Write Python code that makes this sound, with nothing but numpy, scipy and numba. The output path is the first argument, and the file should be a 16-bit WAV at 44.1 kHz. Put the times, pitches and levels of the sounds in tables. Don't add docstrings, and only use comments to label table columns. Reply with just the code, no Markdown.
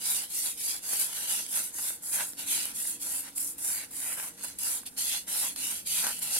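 import sys
import numpy as np
from scipy import signal
from scipy.fft import rfft, irfft, next_fast_len
from scipy.io import wavfile
from scipy.ndimage import map_coordinates
from numba import njit

SR = 44100
rng = np.random.default_rng(int(sys.argv[2]) if len(sys.argv) > 2 else 0)


def log_audio(samples):
    frames = np.atleast_2d(samples).T
    limited = np.clip(frames, -1, 1)
    pcm = np.round(limited * 32767).astype(np.int16)
    wavfile.write(sys.argv[1], SR, pcm)


N = 281799
TIME = np.arange(N) / SR

# start_s [s], fastest_s [s], end_s [s], swell_db [dB], fade_db [dB], bite_db [dB],
# blade_db [dB], disc_db [dB], blade resonance near the fastest moment pitch_hz [Hz]
FILE_STROKES = [(-0.015, 0.109, 0.31, 19.5, 20.5, -30, -7.5, -19.5, 3700),
                (0.282, 0.419, 0.59, 12.5, 15, -32.5, -9.5, -29.5, 4500),
                (0.555, 0.69, 0.85, 10.5, 28, -33.5, -8.5, -27, 4850),
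                (0.808, 1.015, 1.127, 15, 10, -31.5, -10.5, -21.5, 4160),
                (1.07, 1.23, 1.353, 7.5, 18, -36.0, -6.5, -18, 3270),
                (1.259, 1.31, 1.535, 14, 27.5, -31, -6.5, -19, 3700),
                (1.466, 1.593, 1.745, 8.5, 16.5, -34, -15, -24, 3700),
                (1.715, 1.856, 2.02, 12.5, 23.5, -33.5, -15, -20.5, 4660),
                (2.007, 2.153, 2.38, 11.5, 18, -33.5, -32, -24, 3670),
                (2.365, 2.406, 2.52, 4.5, 17, -40.0, -4.5, -11, 3550),
                (2.454, 2.518, 2.73, 8.5, 14.5, -32.5, -6.5, -19, 3600),
                (2.732, 2.85, 3.003, 3.5, 9.5, -34.5, -12.5, -27, 4180),
                (2.992, 3.172, 3.285, 5, 18, -34.4, -15, -21.5, 3600),
                (3.347, 3.432, 3.581, 1, 17, -34, -30, -27.5, 4800),
                (3.565, 3.703, 3.89, 17, 29, -31.5, -20, -20.5, 2650),
                (3.902, 4.002, 4.11, 14.5, 23, -36.5, -16, -19, 3010),
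                (3.992, 4.084, 4.214, 21, 5, -34.5, -13.5, -13, 2430),
                (4.161, 4.213, 4.36, 5, 20, -37, -12, -14, 2450),
                (4.361, 4.48, 4.56, 18, 8, -42.5, -6.5, -15, 3950),
                (4.579, 4.691, 4.857, 10.5, 21.5, -30.5, -12, -21.5, 4560),
                (4.852, 4.872, 4.91, -4, 18, -39, -3, -18.5, 3100),
                (4.962, 5.107, 5.28, 2, 25.5, -33, -4.5, -24, 3700),
                (5.265, 5.405, 5.57, 7, 16, -31.0, -9, -19, 3180),
                (5.554, 5.701, 5.88, 5.5, 27.5, -34.5, -7, -18, 3070),
                (5.848, 5.96, 6.25, 9.5, 21.5, -31, -7, -28, 3210),
                (6.193, 6.232, 6.43, 18, 13, -36.5, -6, -18, 3510),
                (6.289, 6.358, 6.7, 13.5, 20, -30.0, -8, -21.5, 3970)]
# centre_s [s], time from centre to 1/e half_s [s],
# grit_db [dB], blade_db [dB], disc_db [dB]
FILE_DIGS = [(0.468, 0.029, -35, -48, -50), (0.702, 0.032, -41.5, -39, -59), (0.745, 0.018, -52, -49, -51),
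             (0.93, 0.065, -36, -44, -52), (1.015, 0.021, -30, -44, -50), (1.395, 0.014, -48, -58, -48),
             (1.574, 0.045, -32, -41, -46.5), (1.791, 0.011, -44, -58, -49),
             (1.883, 0.034, -40.5, -49, -64), (2.149, 0.024, -30, -43, -52), (2.2, 0.058, -41, -42.5, -43),
             (2.533, 0.037, -31.5, -37.5, -66), (2.679, 0.058, -41, -43, -56),
             (2.886, 0.026, -38.5, -62, -62), (3.265, 0.041, -46, -51, -54.5),
             (3.799, 0.065, -44, -48, -50), (4.188, 0.021, -48, -54, -42.5),
             (4.443, 0.014, -37.5, -56, -53), (5.15, 0.04, -45, -40.5, -53), (5.448, 0.028, -37, -42, -44),
             (5.994, 0.032, -41, -41, -49), (6.072, 0.05, -40, -43, -40.5),
             (6.365, 0.0095, -41, -52, -45.5)]
# time_s [s], resonance drive_db [dB]
HOLLOW_RASP = [(0, -26), (3.55, -14), (3.7, 1), (3.9, -2), (4.12, -1), (4.22, -25), (4.4, -40)]
# time_s [s], extra path lag_ms [ms], level_db [dB]
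BENCH_REFLECTION = [(0.15, 0.655, -16), (0.6, 0.52, -29), (1.35, 0.7, -15), (1.6, 0.6, -16),
                    (2.2, 0.62, -22), (2.6, 0.73, -20), (3.1, 0.59, -26), (3.5, 0.65, -39),
                    (4.0, 0.56, -24), (4.2, 0.604, -29), (4.9, 0.68, -12), (5.4, 0.71, -19),
                    (6.0, 0.67, -12), (6.3, 0.69, -14)]
# pitch_hz [Hz], relative level_db [dB]
CELL_SPECTRUM = [(2000, -38), (4800, -11.5), (5800, -10.5), (6500, -7), (7300, -3), (8300, -3.5),
                 (9200, 1.5), (10300, 0.5), (11800, 0), (13500, -8), (16000, -11.5)]
# pitch_hz [Hz], relative level_db [dB]
BLADE_SPECTRUM = [(1200, -33.5), (2100, -3.5), (2700, -2), (3600, -2), (4500, 0.5), (5300, 0.5), (6200, 1),
                  (9000, -17.5)]
# pitch_hz [Hz], relative level_db [dB]
DISC_SPECTRUM = [(80, -18), (250, -8.5), (380, -10), (540, -4), (850, 1), (1020, -1.5), (1200, -2),
                 (1550, 2), (2100, -2), (2700, -1.5), (4500, -32)]
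# pitch_hz [Hz], width_hz [Hz], gain beside the broad spectrum level_db [dB]
BLADE_RINGS = [(2670, 26, -8), (2930, 61, -6), (3430, 110, -12), (3910, 30, -15), (6450, 88, 4)]
# pitch_hz [Hz], width_hz [Hz], gain beside the broad spectrum level_db [dB]
DISC_RINGS = [(800, 22, -13.5), (963, 47, -3), (1350, 150, -4), (1625, 62, -5), (2130, 26, -8)]
# pitch_hz [Hz], depth_db [dB]
SLIDING_DEPTH = [(500, 1.5), (2000, 2.2), (3200, 4.4), (6200, 4.4), (7500, 1.4), (12000, 1.1)]
# time_s [s], level_db before the part trims [dB],
# disc thump beside it disc_db [dB], dying-away time constant crush_s [s]
RIM_KNOCKS = [(1.566, -28, -24, .008), (2.3917, -24, -24, 0.01), (3.583, -29, -23, 0.013),
              (3.91, -33.5, -16, .012), (4.4366, -26.5, -16, 0.017), (4.587, -25.5, -37, .014),
              (4.863, -26, -24, .014), (4.977, -30, -20, 0.014), (5.282, -34, -33, .012),
              (5.561, -33, -11, .008), (5.8626, -28.5, -30, .007), (5.872, -23.5, -34, 0.012),
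              (6.067, -26, -18, 0.011), (6.191, -24, -21, 0.0084), (6.2265, -20.5, -25, 0.011)]
# time_s [s], level_db before the common trim [dB],
# blade beside it blade_db [dB], disc beside it disc_db [dB]
BEAD_TICKS = [(0.934, -32, -4, -2), (1.465, -31, -7, -24), (1.567, -25, -24, -19), (1.795, -40, -7, -2),
              (1.906, -36.5, -14, -3.5), (2.335, -41.5, 2, -4), (2.655, -25, -9, -20),
              (2.8182, -34, -9, -6.5), (2.854, -38, -9, -5), (3.382, -21.5, -14, -36),
              (4.2, -34.5, -2, 1.5), (4.834, -42.5, -10, -3.5), (5.562, -30.5, -1, -12),
              (6.0684, -23, -1, -7), (6.184, -43.5, -5, -12)]
# pitch_hz [Hz], relative level_db [dB]
ROOM_SPECTRUM = [(20, -13), (45, -4), (58, -2.5), (78, -4), (110, -0.5), (145, -7.5), (180, 2), (280, 3),
                 (335, 0.5), (380, -7.5), (425, -8), (475, -1), (560, -9), (1500, -18.5), (5000, -15),
                 (15000, -21)]
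# pitch_hz [Hz], depth_db [dB]
ROOM_WAVER = [(60, 1), (180, 2.4), (500, 2.4), (1000, 0)]
# time_s [s], level_db [dB]
RUMBLE_LEVEL = [(0, -77), (4.6, -69), (5.5, -67), (6.39, -62.5)]
# pitch_hz [Hz], relative level_db [dB]
RUMBLE_SPECTRUM = [(20, -10), (60, -2.5), (100, -4.5), (180, -1), (260, -0.5), (400, -26.0), (1500, -47)]
# time_s [s], pitch_hz [Hz], level_db [dB]
LOW_TONE = [(4.8, 178, -87), (5.6, 178, -67), (6.39, 177, -70)]
# time_s [s], pitch_hz [Hz], level_db [dB]
MIDDLE_TONES = [(0, 294, -82), (2.15, 285, -73), (2.33, 285.5, -65.5), (2.52, 285, -61.5), (2.75, 284, -85),
                (3.0, 282, -64.5), (3.5, 281.6, -64), (3.8, 278.8, -73), (4.7, 274.5, -71),
                (4.95, 273, -67), (5.3, 272, -72), (5.6, 268, -63), (5.82, 258.6, -81), (5.93, 248, -71),
                (6.05, 248.3, -57), (6.25, 248, -74)]
# time_s [s], pitch_hz [Hz], level_db [dB]
UPPER_TONE = [(0, 322, -79), (2.35, 326.4, -81), (2.55, 326, -63), (2.72, 325, -76), (2.95, 324, -64),
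              (3.2, 324, -76), (3.75, 329.4, -72), (4.0, 325, -69), (4.25, 325, -87)]
# time_s [s], pitch_hz [Hz], level_db [dB]
HIGH_TONE = [(0, 470, -79), (1.0, 471.7, -70), (1.6, 468, -81), (4.0, 470, -77), (5.5, 463, -87),
             (6.0, 461, -75), (6.39, 457, -75)]
# pitch_hz [Hz], gain_db [dB]
LEFT_COLOUR = [(300, 1.5), (850, 3), (1500, 0), (5500, -1.5), (7000, -1), (7900, -1.5), (9200, -3),
               (10400, 0), (11800, 4), (12020, 7.5), (12180, -20), (12600, -24), (13200, 1.5), (15600, 1)]
# pitch_hz [Hz], gain_db [dB]
RIGHT_COLOUR = [(300, 0.5), (850, 0.5), (1500, 1), (5500, 0), (7000, 1), (7800, 3.5), (8400, 5), (9200, 4),
                (10300, 1.5), (10800, 4), (11300, -1), (12000, -5), (12250, -71), (13000, -58.5)]
# pitch_hz [Hz], lead_rad [radians]
LEFT_LEAD = [(100, 0), (850, -0.62), (1200, -1.8), (1900, -0.5), (2500, 1), (3050, -2), (3500, -1.1),
             (4000, 0), (4300, 4.5), (5000, 3.5), (6700, 3.5), (6950, 0.7), (7550, 0), (8050, 1.5),
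             (8600, 1.4), (9400, 0.8), (9900, 2.3), (10800, 0.7), (12000, 0.5)]

ATTACK_S, RELEASE_S = 0.024, 0.076
SWELL_SHAPE, FADE_SHAPE = 1.8, 1.84
BLADE_LAW, DISC_LAW = 0.8, 0.86
REST_DB = [[-56], [-70.5], [-70.5]]
BLADE_SAG_OCTAVES_PER_S = 1
PAN_DB = 1
CATCHES_PER_S, CATCH_LOW_HZ, CATCH_HIGH_HZ = 300, 6200, 12000
CATCH_CYCLES, CATCH_SCATTER_DB, CATCH_DB = 1.3, 1, -11.5
CLUMPS_PER_S, CLUMP_S, CLUMP_DEPTH = 120, .002, .2
SHIFT_WIDTH_HZ, SHIFTS_PER_S = 190, 15
ROOM_DB, WAVER_WIDTH_HZ, WAVERS_PER_S = -60, 22, 3
HUM_WANDER_HZ, HUM_FLICKER_DB = .4, 1.2
TOP_HZ = 15750


def filing():
    bite_db, blade_db, disc_db = strokes()
    cells_per_s = 9000 * undb(.7 * (bite_db + 31.5))
    force = clumps() * undb(bite_db + 0.61 * walk(60))
    cells = snapping_cells(cells_per_s)
    blade = undb(blade_db) * ringing_blade(cells_per_s)
    disc = undb(disc_db) * shaken_disc(cells_per_s * .6)
    rasp = bench_echo(hand_echo(cells + blade))
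    return force * sliding(rasp + disc)


def strokes():
    power = undb(REST_DB) ** 2 * np.ones(N)
    for start, fastest, end, swell_db, fade_db, bite_db, blade_db, disc_db, _ in FILE_STROKES:
        early = np.interp(TIME, [start, fastest], [1, 0])
        late = np.interp(TIME, [fastest, end], [0, 1])
        hold = np.clip((TIME - start) / ATTACK_S, 0, 1)
        release = np.clip((end - TIME) / RELEASE_S, 0, 1)
        speed_db = -swell_db * early ** SWELL_SHAPE - fade_db * late ** FADE_SHAPE
        effort = hold * release * undb(speed_db)
        blade = undb(blade_db) * effort ** BLADE_LAW
        disc = undb(disc_db) * effort ** DISC_LAW
        power += (undb(bite_db) * np.array([effort, blade, disc])) ** 2
    for s, half_s, grit_db, blade_db, disc_db in FILE_DIGS:
        depth = np.exp(-((TIME - s) / half_s) ** 2)
        power += (undb([[grit_db], [blade_db], [disc_db]]) * depth) ** 2
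    bite, blade, disc = 10 * np.log10(power)
    return bite, blade - bite, disc - bite


def clumps():
    kicks = (rng.random(N) < CLUMPS_PER_S / SR) * np.minimum(rng.exponential(size=N), 2)
    decay = np.exp(-1 / (CLUMP_S * SR))
    rough = 1 + CLUMP_DEPTH * signal.lfilter([1], [1, -decay], kicks)
    return rough / np.sqrt(np.mean(rough ** 2))


def snapping_cells(per_s):
    crackle = unit(colour(grains(per_s, scatter_db=1.0, shared=0.32), CELL_SPECTRUM))
    pan_db = np.array([[.5], [-.5]]) * PAN_DB
    return crackle * undb(pan_db - 0.5 + 0.5 * walk(180)) + undb(CATCH_DB) * catches()


def catches(size=256):
    out, t = np.zeros((2, N + size)), np.arange(size) / SR
    for when, pitch, strength, left, right in rng.random((int(CATCHES_PER_S * N / SR), 5)):
        hz = CATCH_LOW_HZ * (CATCH_HIGH_HZ / CATCH_LOW_HZ) ** np.sqrt(pitch)
        scatter = min(-np.log(1 - strength), np.pi)
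        gain = undb(CATCH_SCATTER_DB * scatter) * hz / CATCH_HIGH_HZ
        ports = np.array([[left], [right]])
        wave = (.5 + ports) * np.sin(2 * np.pi * (hz * t + ports))
        envelope = np.exp(-hz * t / CATCH_CYCLES) * (1 - np.exp(-2 * hz * t))
        at = int(when * N)
        out[:, at:at + size] += gain * wave * envelope
    return unit(out[:, :N])


def ringing_blade(per_s):
    blade_hz = blade_pitch() * np.exp(0.058 * walk(16))
    blade = ringing(colour(grains(per_s, scatter_db=1.97, shared=0.35), BLADE_SPECTRUM), BLADE_RINGS)
    moving = np.array([resonate(port, blade_hz, 2400.0) for port in blade])
    return unit(blade + moving) * undb(0.77 * walk(130) + 1.15 * walk(25))


def blade_pitch():
    start, fastest, *_, hz = np.transpose(FILE_STROKES)
    now = np.maximum(np.searchsorted(start, TIME) - 1, 0)
    octaves = np.clip(BLADE_SAG_OCTAVES_PER_S * (fastest[now] - TIME), -1, 1)
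    return hz[now] * 2 ** octaves


def shaken_disc(per_s):
    shaken = colour(grains(per_s, scatter_db=2.5, shared=0.56), DISC_SPECTRUM)
    disc = unit(ringing(shaken, DISC_RINGS))
    hollow_db, = curves(HOLLOW_RASP)
    hollow_hz = 2050 * np.exp(0.018 * walk(9.1))
    hollow = 2 * undb(hollow_db) * np.array([resonate(port, hollow_hz, 470.0) for port in disc])
    return (disc + hollow) / (1 + 0.62 * undb(hollow_db)) * undb(2.0 * walk(55))


def hand_echo(x, lag_s=.0011, travel=0.1214, echo_db=-10):
    lag = lag_s * np.exp(travel * walk(6))
    return with_echo(x, [lag, 1.3 * lag], echo_db)


def bench_echo(x):
    lag_ms, echo_db = curves(BENCH_REFLECTION)
    return with_echo(x, [lag_ms / 1000] * 2, echo_db)


def sliding(x):
    return shifting(x, SLIDING_DEPTH, SHIFT_WIDTH_HZ, SHIFTS_PER_S, size=512)


def knocks(crack_db=-11, body_db=-9, rise_s=0.0023):
    crack, thump = np.zeros((2, N))
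    for s, db, disc_db, crush_s in RIM_KNOCKS:
        rise = np.clip(1 + (TIME - s) / rise_s, 0, 1)
        push = rise * np.exp(-np.abs(TIME - s) / crush_s)
        crack += undb(db) * push
        thump += undb(db + disc_db) * push
    snaps = grains(20000, scatter_db=4.0, shared=0.12)
    bright = unit(colour(snaps, CELL_SPECTRUM) + 0.28 * colour(snaps, BLADE_SPECTRUM))
    body = unit(colour(snaps, DISC_SPECTRUM))
    return undb(crack_db) * crack * bright + undb(body_db) * thump * body


def ticks(snap_s=0.0012, snap_db=-3):
    bursts = np.zeros((3, N))
    for s, db, blade_db, disc_db in BEAD_TICKS:
        levels_db = [[db], [db + blade_db], [db + disc_db]]
        bursts += undb(levels_db) * np.exp(-((TIME - s) / snap_s) ** 2)
    snaps = grains(30000, scatter_db=1, shared=.5)
    spectra = (CELL_SPECTRUM, BLADE_SPECTRUM, DISC_SPECTRUM)
    return undb(snap_db) * sum(burst * unit(colour(snaps, part)) for burst, part in zip(bursts, spectra))


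def crumbs(rate=500, crumb_db=-65):
    snaps = grains(rate, scatter_db=2.5, shared=0.34)
    scrape = unit(colour(snaps, BLADE_SPECTRUM) + 0.78 * colour(snaps, DISC_SPECTRUM))
    return undb(crumb_db + 3.8 * walk(28)) * sliding(scrape)


def reflections(x, t60=0.056, wet_db=-12):
    t = TIME[:SR // 2]
    decay = np.exp(-np.log(1000) * t / t60) * (t > .002)
    tail = rng.standard_normal((2, len(t))) * decay
    tail /= np.sqrt(np.sum(tail ** 2, axis=1, keepdims=True))
    return undb(wet_db) * signal.fftconvolve(x, tail, axes=1)[:, :N]


def background(apart=0.53):
    noise = rng.standard_normal((6, N))
    air = colour(noise[2] + apart * noise[:2], ROOM_SPECTRUM)
    air = unit(shifting(air, ROOM_WAVER, WAVER_WIDTH_HZ, WAVERS_PER_S, size=4096))
    rumble = unit(colour(noise[5] + apart * noise[3:5], RUMBLE_SPECTRUM))
    rumble_db, = curves(RUMBLE_LEVEL)
    hums = sum(hum(rows) for rows in (LOW_TONE, MIDDLE_TONES, UPPER_TONE, HIGH_TONE))
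    return air * undb(ROOM_DB + 0.22 * walk(7.7)) + rumble * undb(rumble_db) + hums


def hum(rows):
    hz, db = curves(rows)
    phase = 2 * np.pi * np.cumsum(hz + HUM_WANDER_HZ * walk(14)) / SR
    return np.sqrt(2) * np.sin(phase) * undb(db + HUM_FLICKER_DB * walk(11))


def grains(rate, scatter_db, shared):
    chance = np.clip(rate / SR, 0, 1)
    sizes = undb(scatter_db * np.minimum(rng.exponential(size=(3, N)), 6))
    signs = rng.choice([-1, 1], (3, N))
    snaps = (rng.random((3, N)) < chance) * signs * sizes / np.sqrt(chance)
    return np.sqrt(shared) * snaps[2] + np.sqrt(1 - shared) * snaps[:2]


def ringing(x, modes):
    out = x.copy()
    for hz, width, db in modes:
        b, a = signal.iirpeak(hz, hz / width, fs=SR)
        out += undb(db) * signal.lfilter(b, a, x)
    return out


@njit
def resonate(x, hz, width):
    y, band, low = np.empty(len(x)), 0., 0.
    for i in range(len(x)):
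        g, damping = np.tan(np.pi * hz[i] / SR), width / hz[i]
        v = (band + g * (x[i] - low)) / (1 + g * (g + damping))
        band = 2 * v - band
        low += 2 * g * v
        y[i] = damping * v
    return y


def with_echo(x, lags_s, echo_db):
    late = [map_coordinates(port, [(TIME - lag) * SR], order=3) for port, lag in zip(x, lags_s)]
    return (x + undb(echo_db) * np.array(late)) / np.sqrt(1 + undb(echo_db) ** 2)


def shifting(x, depth, width_hz, per_s, size):
    overlap = size * 3 // 4
    hz, s, bands = signal.stft(x, SR, nperseg=size, noverlap=overlap)
    places = np.meshgrid(hz / width_hz, s * per_s, indexing="ij")
    chance = map_coordinates(rng.standard_normal((256, 256)), places, order=3, mode="mirror")
    depth_db = np.interp(hz, *np.transpose(depth))[:, None]
    gain = undb(depth_db * np.minimum(chance, 1.5))
    gain /= np.sqrt(np.mean(gain ** 2, axis=1, keepdims=True))
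    return signal.istft(bands * gain, SR, nperseg=size, noverlap=overlap)[1][:, :N]


def colour(x, points):
    size = next_fast_len(N + 8192, True) // 2 * 2
    hz, db = np.transpose(points)
    gain = undb(np.interp(log_bins(size), np.log(hz), db))
    cepstrum = irfft(np.log(gain))
    cepstrum[1:size // 2] *= 2
    cepstrum[size // 2 + 1:] = 0
    return irfft(rfft(x, size) * np.exp(rfft(cepstrum)))[..., :N]


def log_bins(size):
    return np.log(np.fft.rfftfreq(size, 1 / SR) + 1)


def walk(rate):
    return np.interp(TIME * rate, np.arange(8192), rng.standard_normal(8192))


def curves(rows):
    s, *columns = np.transpose(rows)
    return [np.interp(TIME, s, column) for column in columns]


def unit(pair):
    return pair / pair.mean(axis=0).std()


def undb(db):
    return 10 ** (np.asarray(db) / 20)


def scene():
    work = filing() + knocks() + ticks() + crumbs()
    return work + reflections(work) + background()


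def record(dry):
    size = next_fast_len(N + 8192, True)
    left_db, right_db, lead = (np.interp(log_bins(size), np.log(hz), value)
                               for hz, value in map(np.transpose, (LEFT_COLOUR, RIGHT_COLOUR, LEFT_LEAD)))
    response = np.array([undb(left_db) * np.exp(1j * lead), undb(right_db)])
    ports = irfft(rfft(dry, size) * response, size)[:, :N]
    top_cut = signal.ellip(10, .2, 80, TOP_HZ, fs=SR, output="sos")
    return signal.sosfilt(top_cut, ports)


dry = scene()
out = record(dry)
log_audio(out)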